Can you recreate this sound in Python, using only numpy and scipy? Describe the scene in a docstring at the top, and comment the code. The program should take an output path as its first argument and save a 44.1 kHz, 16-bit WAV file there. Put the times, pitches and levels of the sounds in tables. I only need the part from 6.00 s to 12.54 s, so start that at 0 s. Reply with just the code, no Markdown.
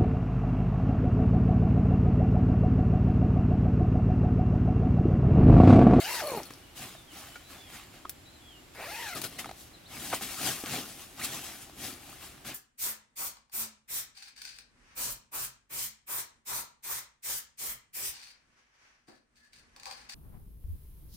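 """A nylon tent door, close by, is unzipped in two quick pulls at a lakeside campsite: slider teeth jolt
the panel, whine in the tape and rasp, and the metal pull tab rings. Cloth strokes of shaped noise swish,
fold bursts snap, gliding tones squeak, and damped modes sound pats on the groundsheet and frame knocks.
Far off, bent whistles make small birds, narrow noise an insect, and steady noise a soft outdoor hush."""
import sys
import numpy as np
from scipy import signal
from scipy.fft import rfft, irfft, next_fast_len
from scipy.io import wavfile
from scipy.ndimage import uniform_filter1d

SR = 44100
rng = np.random.default_rng(int(sys.argv[2]) if len(sys.argv) > 2 else 0)


def waveform_to_disk(signal):
    """Save audio, clipped to [-1, 1], as 16-bit WAV at the path in sys.argv[1]."""
    frames = np.transpose(np.atleast_2d(signal))
    scaled = np.clip(frames, -1, 1) * 32767
    samples = np.round(scaled).astype(np.int16)
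    wavfile.write(sys.argv[1], SR, samples)


N = 288590
T = np.arange(N) / SR
SIZE = next_fast_len(N + 512)
FREQS = np.maximum(np.arange(SIZE // 2 + 1) * SR / SIZE, 1)


def from_db(db):
    """Decibels to gain."""
    return 10 ** (np.asarray(db) / 20)


def rms_one(x):
    """Scale to rms 1."""
    return x / np.sqrt(np.mean(x ** 2) + 1e-20)


def at_hz(points, hz):
    """Read a table on a log-frequency axis."""
    points = np.array(points)
    return np.interp(np.log(hz), np.log(points[:, 0]), points[:, 1])


def colour(x, spectrum):
    """Give a steady sound a spectrum; rms 1."""
    shaped = rfft(x, SIZE) * from_db(at_hz(spectrum, FREQS))
    return rms_one(irfft(shaped, SIZE)[..., :N])


def band(x, low_hz, high_hz, order=2):
    """Butterworth band-pass."""
    edges = [low_hz, min(high_hz, .45 * SR)]
    sos = signal.butter(order, edges, "band", fs=SR, output="sos")
    return signal.sosfilt(sos, x + 1e-18)


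def drift(rate):
    """Smooth random wander with spread 1; a higher rate wanders faster."""
    step = 20   # samples between drawn points
    r = np.exp(-2 * np.pi * step * rate / SR)
    noise = rng.standard_normal(N // step + 2002)
    slow = signal.lfilter([1], [1, -2 * r, r * r], noise)[2000:]   # skip the filter's start
    return np.interp(np.arange(N) / step, np.arange(len(slow)), rms_one(slow))


def resonance(x, hz, width_hz):
    """Two-pole resonance with gain 1 on top."""
    r = np.exp(-np.pi * width_hz / SR)
    zeros = np.array([1, 0, -1]) * (1 - r * r) / 2
    poles = [1, -2 * r * np.cos(2 * np.pi * hz / SR), r * r]
    return signal.lfilter(zeros, poles, x + 1e-18)


def grains(per_s, spread_db):
    """Two rows of tiny clicks at shared random moments, with uneven sizes; rms 1."""
    born = rng.random(N) < per_s / SR
    size = from_db(spread_db * np.minimum(rng.exponential(1, N), 4))
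    return rms_one(born * size * rng.standard_normal((2, N)))


def patchy(x, depth_db, per_s):
    """Folds open and close, so narrow bands swell and fade each in their own time."""
    cells = signal.stft(x, SR, nperseg=512)[2]
    patches = uniform_filter1d(rng.standard_normal(cells.shape[1:]), size=4, axis=0)
    frames = max(2, int(SR / 256 / per_s))
    patches = uniform_filter1d(patches, size=frames, axis=1)
    changed = cells * from_db(depth_db * rms_one(patches))
    return rms_one(signal.istft(changed, SR, nperseg=512)[1][..., :N])


def turns(per_s, jitter, jitter_hz):
    """Running count of teeth passed at an unsteady speed."""
    return np.cumsum(per_s * (1 + jitter * drift(jitter_hz))) / SR


FADE_POWER = 1.09   # the fall steepens as the hand comes to rest


def swell(start_s, rise_s, fade_s, power):
    """A movement gathers speed, then dies away: 20 dB down after the fade time."""
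    age = T - start_s
    rise = np.clip(age / rise_s, 0, 1) ** power
    return rise * from_db(-20 * np.clip((age - rise_s) / fade_s, 0, 10) ** FADE_POWER)


# how alike the close tent sounds on the left and right: f/Hz, likeness/0-1
TENT_LIKENESS = [(100, .997), (500, .98), (1400, .985), (2600, .82), (4500, .48), (9000, .45), (15000, .42)]


def stereo(pair, likeness=TENT_LIKENESS):
    """Two unrelated rows become left and right, whose likeness depends on frequency."""
    alike = np.clip(at_hz(likeness, FREQS), 0, 1)
    side = irfft(rfft(pair[1], SIZE) * np.sqrt((1 - alike) / (1 + alike)), SIZE)[:N]
    return pair[0] + side * [[1], [-1]]


FULL_SPEED = 1100   # teeth per s
PULL_ATTACK_S, PULL_RELEASE_S, SLACKEN_S = 0.0044, 0.05, 0.039
SPEED_LAW_DB = (3, 1.5, 4)   # panel, tape, rasp: dB gained per doubling of speed
SLACK_DB = (9.5, -3, -5)   # panel, tape, rasp: change once the flap hangs slack
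# pulls on the slider: start t/s, length/s, time until the flap goes slack/s,
# then relative level/dB at full speed of door panel, tape, rasp
PULLS = [(-.006, 0.4485, 0.223, -41, -38, -39), (2.742, 0.44, 0.42, -44.5, -38, -46.5)]


def pull_gains(speed):
    """Gains of panel, tape and rasp: each grows with speed; a slack flap booms more and rasps less."""
    gains = np.zeros((3, N))
    octaves = np.log2(speed / FULL_SPEED)
    for start, length, taut_s, *levels_db in PULLS:
        age = T - start
        attack = np.clip(age / PULL_ATTACK_S, 0, 1)
        grip = attack * np.clip((length - age) / PULL_RELEASE_S, 0, 1)
        slack = np.clip((age - taut_s) / SLACKEN_S + .5, 0, 1)
        for gain, db, law_db, slack_db in zip(gains, levels_db, SPEED_LAW_DB, SLACK_DB):
            gain += grip * from_db(db + law_db * octaves + slack_db * slack)
    return gains


JUDDER_DB, PANEL_FLICKER_DB, BITE_FLICKER_DB = 6, 1.8, .6
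OVERTONE_FALL_DB = 1.5   # per octave above the second overtone
# slider speed, one list for each pull: t/s, speed/teeth per s
SLIDER = [
    [(0, 610), (.03, 680), (.1, 950), (.145, 1020), (.2, 880), (.235, 607), (.28, 596), (.39, 390),
     (.44, 127)],
    [(2.74, 122), (2.78, 205), (2.82, 376), (2.86, 585), (2.93, 840), (3.02, 960), (3.08, 820), (3.16, 600),
     (3.21, 200)],
]
# response of the zipper tape: f/Hz, level/dB
TAPE = [(600, -36), (1300, -7.5), (1900, -3.5), (2700, -7), (3300, -25), (3900, -14), (5500, -18),
        (9000, -26)]
# spectrum of the rasp: f/Hz, relative level/dB per Hz
RASP = [(710, -2), (1200, 2), (1860, -4), (2090, -1), (2570, -2.5), (3460, -8), (3810, -6), (6310, -11.5),
        (13800, -12.5), (15500, -17)]


def zipper():
    """The slider parts tooth after tooth: jolts drive the door panel, the tape whines, each tooth rasps."""
    speed = np.interp(T, *np.concatenate(SLIDER).T)
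    panel_gain, tape_gain, rasp_gain = pull_gains(speed)
    teeth = turns(speed, jitter=.045, jitter_hz=130)
    passed = np.diff(np.floor(teeth), prepend=0) * np.sqrt(SR / speed)

    # a slow slider catches unevenly and shakes the whole panel, most of all when braking
    braking = uniform_filter1d(np.where(np.gradient(speed) < 0, 1, .45), size=900)
    uneven = .43 + .3 * braking * np.clip((560 - speed) / 120, 0, 1)
    jolts = passed * (1 + uneven * rng.standard_normal(N)) / np.sqrt(1 + uneven ** 2)
    judder = passed * rng.standard_normal(N) * uneven ** 3
    flutter = band(jolts, 313, 960, order=3) + from_db(JUDDER_DB) * band(judder, 73, 600)
    # the steady pull keeps the force even
    flutter = flutter / np.sqrt(uniform_filter1d(flutter ** 2, size=700) + 1e-9)
    panel = flutter * from_db(-1.5 + PANEL_FLICKER_DB * drift(70)) * panel_gain

    # the overtones of the tooth rate waver one by one; the tape favours those near 2 kHz
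    overtones = np.zeros(N)
    for k in range(2, 13):
        level_db = at_hz(TAPE, k * speed) - OVERTONE_FALL_DB * np.log2(k / 2) + 3 * drift(50)
        overtones += from_db(level_db) * np.sin(2 * np.pi * k * teeth + .5 * drift(80))
    tape = overtones * np.sqrt(speed / FULL_SPEED) * from_db(0.5) * tape_gain

    # the scraping noise pulses once a tooth
    pulse = np.exp(0.34 * np.cos(2 * np.pi * teeth))
    bite = rms_one(pulse * from_db(BITE_FLICKER_DB * drift(60)))
    scrape = colour(rng.standard_normal((2, N)) * bite, RASP)
    scrape = band(patchy(scrape, depth_db=3.0, per_s=22), 2000, 19000)
    rasp = scrape / np.std(band(scrape, 3770, 8800)) * from_db(-1.0) * rasp_gain
    return panel + tape + stereo(rasp)


SHAKE_RISE_S, SHAKE_FADE_S = 0.0056, 0.14   # fade = time to fall 20 dB
# modes of the metal pull tab: f/Hz, width/Hz, relative level/dB
TAB = [(4310, 70, -1), (10600, 90, 0), (14220, 70, -1)]
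# shakes of the pull tab: t/s, relative level/dB
SHAKES = [(0.0, -58), (.225, -44), (.285, -43), (.345, -43), (.422, -49.5), (2.8, -58), (2.96, -56),
          (3.13, -46), (3.235, -46), (3.392, -55), (3.46, -58)]


def pull_tab():
    """Each shake sets the metal tab rattling on the slider and ringing."""
    knocks = grains(per_s=550, spread_db=5.5)
    rings = sum(from_db(db) * rms_one(resonance(knocks, hz, width)) for hz, width, db in TAB)
    swells = [from_db(db) * swell(s, SHAKE_RISE_S, SHAKE_FADE_S, 1) for s, db in SHAKES]
    shaken = np.max(swells, axis=0)
    return stereo(rings) * from_db(-6.0) * shaken


HUSH_DB = -55.5
# spectrum of the distant hush: f/Hz, relative level/dB per Hz
HUSH = [(15, -23), (25, -2.5), (75, 6), (215, -4.5), (281, 1), (378, -3), (445, -10), (782, -7.5),
        (970, -12), (1850, -12.5), (3090, -13), (6730, -21), (7500, -20.5), (13900, -24), (15500, -28)]
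# how alike the distance sounds on the left and right: f/Hz, likeness/0-1
AIR_LIKENESS = [(40, .99), (90, .94), (180, .76), (350, .58), (700, .2), (1400, .15), (2800, .35),
                (6000, .05)]
# far insect, silent before the first row and after the last: t/s, level/dB
INSECT = [(1.2, -78), (1.9, -69), (2.7, -71), (3.1, -68), (3.5, -85)]


def outdoors():
    """The even hush of lake and hills is coloured noise; one insect is a thin, narrow band of noise."""
    hush = stereo(colour(rng.standard_normal((2, N)), HUSH), AIR_LIKENESS)
    thin = resonance(rng.standard_normal((2, N)), 7200, 260)
    thin = rms_one(resonance(thin, 7440, 260))
    insect_db = np.interp(T, *np.transpose(INSECT), left=-np.inf, right=-np.inf)
    return from_db(HUSH_DB) * hush + thin * from_db(insect_db)


SKID_OVERTONES_DB = (2, -7.5, -11)   # first three harmonics
SKID_ROUGH, SKID_WOBBLE, SKID_FLICKER_DB = .04, .85, 3   # share of its rate, radians, dB
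SKID_ARCH = 0.6   # power of the arch of pressure
# cloth or skin skidding over the weave: t/s, length/s, start f/Hz, end f/Hz (threads per s),
# relative level/dB
SKIDS = [(.042, .03, 2850, 3080, -39), (.186, .03, 1820, 1620, -37.5), (2.78, .07, 520, 980, -44.5),
         (3.06, .04, 1830, 1570, -41.5), (3.15, .028, 1370, 1130, -43), (4.114, .04, 800, 1200, -36),
         (4.127, .007, 1150, 1200, -29.5), (4.1275, .0135, 630, 800, -26), (5.19, .02, 1150, 1350, -45),
         (5.208, .028, 1980, 2300, -41), (5.234, .03, 2450, 3300, -43)]


def skids():
    """A contact sticks and slips across the threads in a short, rough, gliding squeak."""
    out, unsteady = np.zeros(N), 1 + SKID_ROUGH * drift(290)
    overtones = [(from_db(db + SKID_FLICKER_DB * drift(135)), SKID_WOBBLE * drift(290))
                 for db in SKID_OVERTONES_DB]
    for s, length, start_hz, end_hz, db in SKIDS:
        u = np.linspace(0, 1, int(length * SR))
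        at = round(s * SR)
        span = slice(at, at + len(u))
        rate = (start_hz + (end_hz - start_hz) * u) * unsteady[span]
        slips = np.cumsum(rate) / SR
        squeak = sum(gain[span] * np.sin(2 * np.pi * k * slips + wobble[span])
                     for k, (gain, wobble) in enumerate(overtones, start=1))
        pressure = np.abs(np.sin(np.pi * u)) ** SKID_ARCH
        out[span] += from_db(db) * pressure * squeak
    return out


SWELL_POWER = 1.03   # a stroke gains speed a little faster than evenly
# strokes of cloth on cloth: start t/s, rise/s, fade/s,
# then relative level/dB of billow, rub, hiss
STROKES = [(.40, 0.017, 0.42, -53.5, -53.5, -58), (.745, 0.031, .2, -53, -49.5, -48),
           (.77, 0.054, 0.21, -48, -45.5, -48), (1.08, 0.1, 0.37, -53.5, -49.5, -51),
           (1.47, 0.042, 0.28, -54.5, -51.5, -55), (1.66, 0.089, .2, -56, -48.5, -52),
           (1.9, 0.049, .15, -56, -56, -62.5), (3.14, 0.035, 0.076, -40, -41.5, -43),
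           (3.225, 0.018, 0.064, -40.5, -40, -41), (3.27, 0.055, 0.44, -53, -54.5, -56),
           (3.38, 0.01, 0.074, -48, -40, -44), (3.42, 0.035, 0.13, -48, -54.5, -68),
           (3.53, 0.079, 0.14, -70, -67, -53), (3.87, 0.083, 0.78, -50, -47.5, -49.5),
           (3.95, 0.11, 0.35, -51.5, -49.5, -43), (4.09, 0.031, 0.056, -45, -40.5, -54),
           (4.12, 0.026, 0.045, -40, -37.5, -37), (4.205, 0.022, 0.096, -43.5, -39, -39.5),
           (4.21, 0.11, 1, -56, -47.5, -43.5), (4.359, 0.12, 0.14, -38, -35.5, -34.5),
           (4.635, 0.04, 0.15, -50, -41, -66), (4.65, 0.093, 0.15, -38.5, -38, -39),
           (4.75, 0.028, 0.07, -38.5, -40, -59), (4.8, 0.096, 0.27, -52.5, -54, -52),
           (4.96, 0.058, 0.082, -59, -52, -51), (5.149, 0.091, 0.23, -46.5, -43, -43),
           (5.222, 0.025, 0.041, -54, -46, -34.5), (5.26, 0.088, 0.17, -46, -44, -42.5),
           (5.41, 0.034, 0.31, -54.5, -46.5, -45), (5.59, 0.04, .04, -59, -59, -50.5),
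           (5.75, 0.11, 0.14, -45.5, -43, -42), (5.92, 0.18, 0.43, -59, -54.5, -54.5),
           (6.19, 0.042, 0.17, -56.5, -50.5, -50.5), (6.439, 0.039, 0.12, -45.5, -41.5, -44.5)]


def stroke_gains():
    """Gains of billow, rub and hiss: overlapping strokes add in power."""
    shapes = np.array([swell(*row[:3], SWELL_POWER) for row in STROKES])
    levels = from_db(np.array(STROKES)[:, 3:].T)
    return np.sqrt(levels ** 2 @ shapes ** 2)


# spectrum of sliding nylon: f/Hz, relative level/dB per Hz
NYLON = [(41, -37), (70, -14.5), (129, -2.5), (169, -6), (254, -0.5), (399, -5.5), (467, -8.5), (785, -1.5),
         (920, -10.5), (1100, -6), (1620, -9.5), (3410, -6), (4000, -6.5), (9010, -6), (15500, -8)]


def cloth():
    """Nylon slides on nylon: the sheet billows, the weave rubs, and tiny creases crackle on top."""
    friction = rng.standard_normal((2, N)) * from_db(1.2 * drift(66))
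    sheet = colour(friction + 0.67 * grains(per_s=1800, spread_db=3.0), NYLON)
    # each layer is levelled by its strength in a reference band
    billow = band(sheet, 86, 696) / np.std(band(sheet, 85.9, 567)) * from_db(0.5)
    folds = patchy(sheet, depth_db=2.5, per_s=30)
    rub = band(folds, 507, 2890) / np.std(band(folds, 1560, 4050)) * from_db(1.0)
    crackle = rng.standard_normal((2, N)) + 0.77 * grains(per_s=2600, spread_db=0.5)
    creases = patchy(colour(crackle, NYLON), depth_db=2.4, per_s=34)
    hiss = band(creases, 2940, 15800) / np.std(band(creases, 5700, 13260)) * from_db(-.5)
    billow_gain, rub_gain, hiss_gain = stroke_gains()
    return stereo(billow * billow_gain + rub * rub_gain + hiss * hiss_gain)


# hard little ticks of the fittings: t/s, relative level/dB, centre f/Hz
TICKS = [(.4325, -27.5, 5500), (0.5078, -30.5, 1388), (0.5367, -34, 5040), (2.0948, -16.5, 13200),
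         (2.738, -41, 2992), (3.390, -37, 3500), (3.447, -45, 1800), (3.495, -45, 1500),
         (3.5106, -43, 1200), (4.66, -22.5, 2500)]


def ticks():
    """A crack of a few milliseconds from one point, with a faint scattered tail."""
    out, age = np.zeros((2, N)), T[:SR // 10]
    for s, db, hz in TICKS:
        white = rng.standard_normal((3, len(age)))
        broad = rms_one(band(white, hz / 5, hz * 3, order=1))
        noise = rms_one(broad + 0.98 * rms_one(resonance(white, hz, hz / 4)))
        crack = noise[0] * from_db(-60 * age / 0.013)
        tail = noise[1:] * from_db(-15.5 - 60 * age / 0.1)
        at = round(s * SR)
        out[:, at:at + len(age)] += from_db(db - 8.0) * (crack + tail)
    return out


# pats on the groundsheet: t/s, relative level/dB, pitch f/Hz, t60/s
PATS = [(0.505, -32.5, 294.4, 0.019), (.95, -41, 650, 0.033), (1.357, -37, 1433, 0.07),
        (3.18, -43, 324, 0.027), (3.444, -30, 1290, 0.024), (3.458, -29, 770, 0.02),
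        (3.492, -30, 766, 0.019), (3.512, -28.5, 775, 0.015), (4.211, -34, 790, 0.033),
        (4.637, -29.5, 290, 0.04), (5.696, -42, 706, .02), (6.378, -47, 1270, 0.02)]
# modes of the groundsheet: multiple of the pitch, relative level/dB
SHEET = [(.55, -16.5), (1.0, 1.5), (1.14, -22), (1.6, -7), (2.7, -17.5)]


def pats():
    """A soft blow of hand or knee sets the groundsheet ringing briefly."""
    out, age = np.zeros(N), T[:SR // 10]
    for s, db, hz, t60 in PATS:
        ring = sum(from_db(mode_db) * np.sin(2 * np.pi * (hz * ratio * age + rng.random()))
                   for ratio, mode_db in SHEET)
        noise = band(rng.standard_normal(len(age)), 194.7, 2200, order=1)
        contact = from_db(-5.0) * rms_one(noise)
        envelope = (1 - np.exp(-age / 0.0003)) * from_db(-60 * age / t60)
        at = round(s * SR)
        out[at:at + len(age)] += from_db(db - 2.5) * (ring + contact) * envelope
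    return out


# far bird notes: t/s, length/s, start f/Hz, middle f/Hz, end f/Hz, relative level/dB
BIRDS = [(0.622, 0.091, 3100, 2840, 2980, -52), (0.934, 0.097, 4010, 3610, 3500, -47.5),
         (1.071, 0.08, 3450, 3020, 2910, -47), (1.23, 0.18, 3120, 3040, 3080, -48),
         (1.434, 0.095, 4000, 4000, 4330, -49), (1.543, 0.17, 3580, 3450, 3090, -47),
         (2.247, 0.057, 3950, 3900, 4160, -48.5), (2.313, .08, 4100, 4060, 3670, -54),
         (2.354, .08, 3150, 3050, 3120, -60), (2.413, .14, 3390, 3300, 2970, -46),
         (2.527, 0.061, 3023, 2850, 2880, -49), (3.356, 0.037, 4440, 4050, 3800, -47),
         (3.463, 0.04, 3700, 4000, 4600, -45), (3.734, 0.031, 4130, 4010, 3620, -44.5),
         (3.847, 0.033, 3470, 3930, 4700, -44)]


def birds():
    """Far whistled notes that bend through three pitches, blurred by echoes from the shore."""
    song, quaver = np.zeros(N), drift(150)
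    for s, length, start_hz, middle_hz, end_hz, db in BIRDS:
        u = np.linspace(0, 1, int(length * SR))
        at = round(s * SR)
        hz = np.polyval(np.polyfit([0, .5, 1], [start_hz, middle_hz, end_hz], 2), u)
        hz = hz * (1 + 0.011 * quaver[at:at + len(u)])
        whistle = np.sqrt(4 * u * (1 - u)) * np.sin(2 * np.pi * np.cumsum(hz) / SR)
        song[at:at + len(u)] += from_db(db - 10.0) * whistle
    age = T[:SR // 2]
    echoes = rng.standard_normal((2, len(age))) * from_db(-60 * age / 0.31)
    echoes /= np.sqrt(np.sum(echoes ** 2, axis=1, keepdims=True))
    return song + from_db(-1.0) * signal.fftconvolve(song[None], echoes, axes=1)[:, :N]


# knocks of the settling tent frame: t/s, relative level/dB
KNOCKS = [(2.0512, -35), (2.0542, -29.5)]
# modes of the poles: f/Hz, relative level/dB, t60/s
FRAME = [(373, -18, 0.053), (1150, -1, 0.029), (1240, -11, 0.059), (3170, -14.5, 0.013)]


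def frame():
    """A dull hollow tock from the poles: each knock rings a few damped modes."""
    out, age = np.zeros(N), T[:SR // 10]
    ring = sum(from_db(db - 60 * age / t60) * np.sin(2 * np.pi * hz * age) for hz, db, t60 in FRAME)
    for s, db in KNOCKS:
        at = round(s * SR)
        out[at:at + len(age)] += from_db(db) * ring
    return out


# cloth flicked taut: t/s, relative level/dB, t60/s
SNAPS = [(3.216, -17.5, 0.062), (3.24, -16.5, 0.061), (3.249, -28, 0.046), (3.394, -22, 0.076),
         (5.198, -25, 0.05), (6.448, -34, .06)]


def snaps():
    """A fold flips over, and the cloth around it shivers briefly: a decaying burst of noise."""
    out = np.zeros((2, N))
    for s, db, t60 in SNAPS:
        at = round(s * SR)
        age = T[:min(SR // 10, N - at)]
        burst = rng.standard_normal((2, len(age)))
        out[:, at:at + len(age)] += from_db(db - 14.0 - 60 * age / t60) * burst
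    return stereo(band(out, 510, 16000, order=1))


def tent_walls(x):
    """Thin walls let the bass through and return weak treble echoes, at other delays on each side."""
    out, bounced = x.copy(), band(x, 2450, 25000)
    lags = (rng.uniform(0.00092, 0.013, 10) * SR).astype(int)
    for k, lag in enumerate(lags):
        side, sign = k % 2, (-1) ** (k // 2)
        out[side, lag:] += from_db(-17.5) * sign * bounced[side, :-lag]
    return out


# where the hands work: t/s, left minus right level/dB
HANDS = [(0.0, 2.5), (.35, 3.5), (1.1, 0.7), (2.5, 1.5), (3.1, 5), (3.6, 1.5), (4.5, 3.5), (5.3, 1.5),
         (5.95, 4), (6.54, 2)]
# how strongly each pitch takes up that lean: f/Hz, share of the change in gain
LEAN = [(400, 0), (1200, 0.33), (2400, 0), (4500, 1.14), (8000, 1.46), (15000, 1.6)]


def scene():
    """The close tent stands a little to the left: earlier there, and louder mostly in the treble."""
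    tent = zipper() + pull_tab() + cloth() + snaps() + ticks() + pats() + frame() + skids()
    tent = tent_walls(tent)
    tent = np.array([tent[0], np.roll(tent[1], 1)])   # one sample later on the right
    shaded = irfft(rfft(tent, SIZE) * at_hz(LEAN, FREQS), SIZE)[:, :N]
    lean = from_db(np.interp(T, *np.transpose(HANDS)) * [[.5], [-.5]])
    return tent + shaded * (lean - 1) + birds() + outdoors()


CUTOFF_HZ = 15900


def record(dry):
    """The top is cut steeply by an elliptic low-pass."""
    return signal.sosfilt(signal.ellip(10, .2, 80, CUTOFF_HZ, fs=SR, output="sos"), dry)


dry = scene()
out = record(dry)
waveform_to_disk(out)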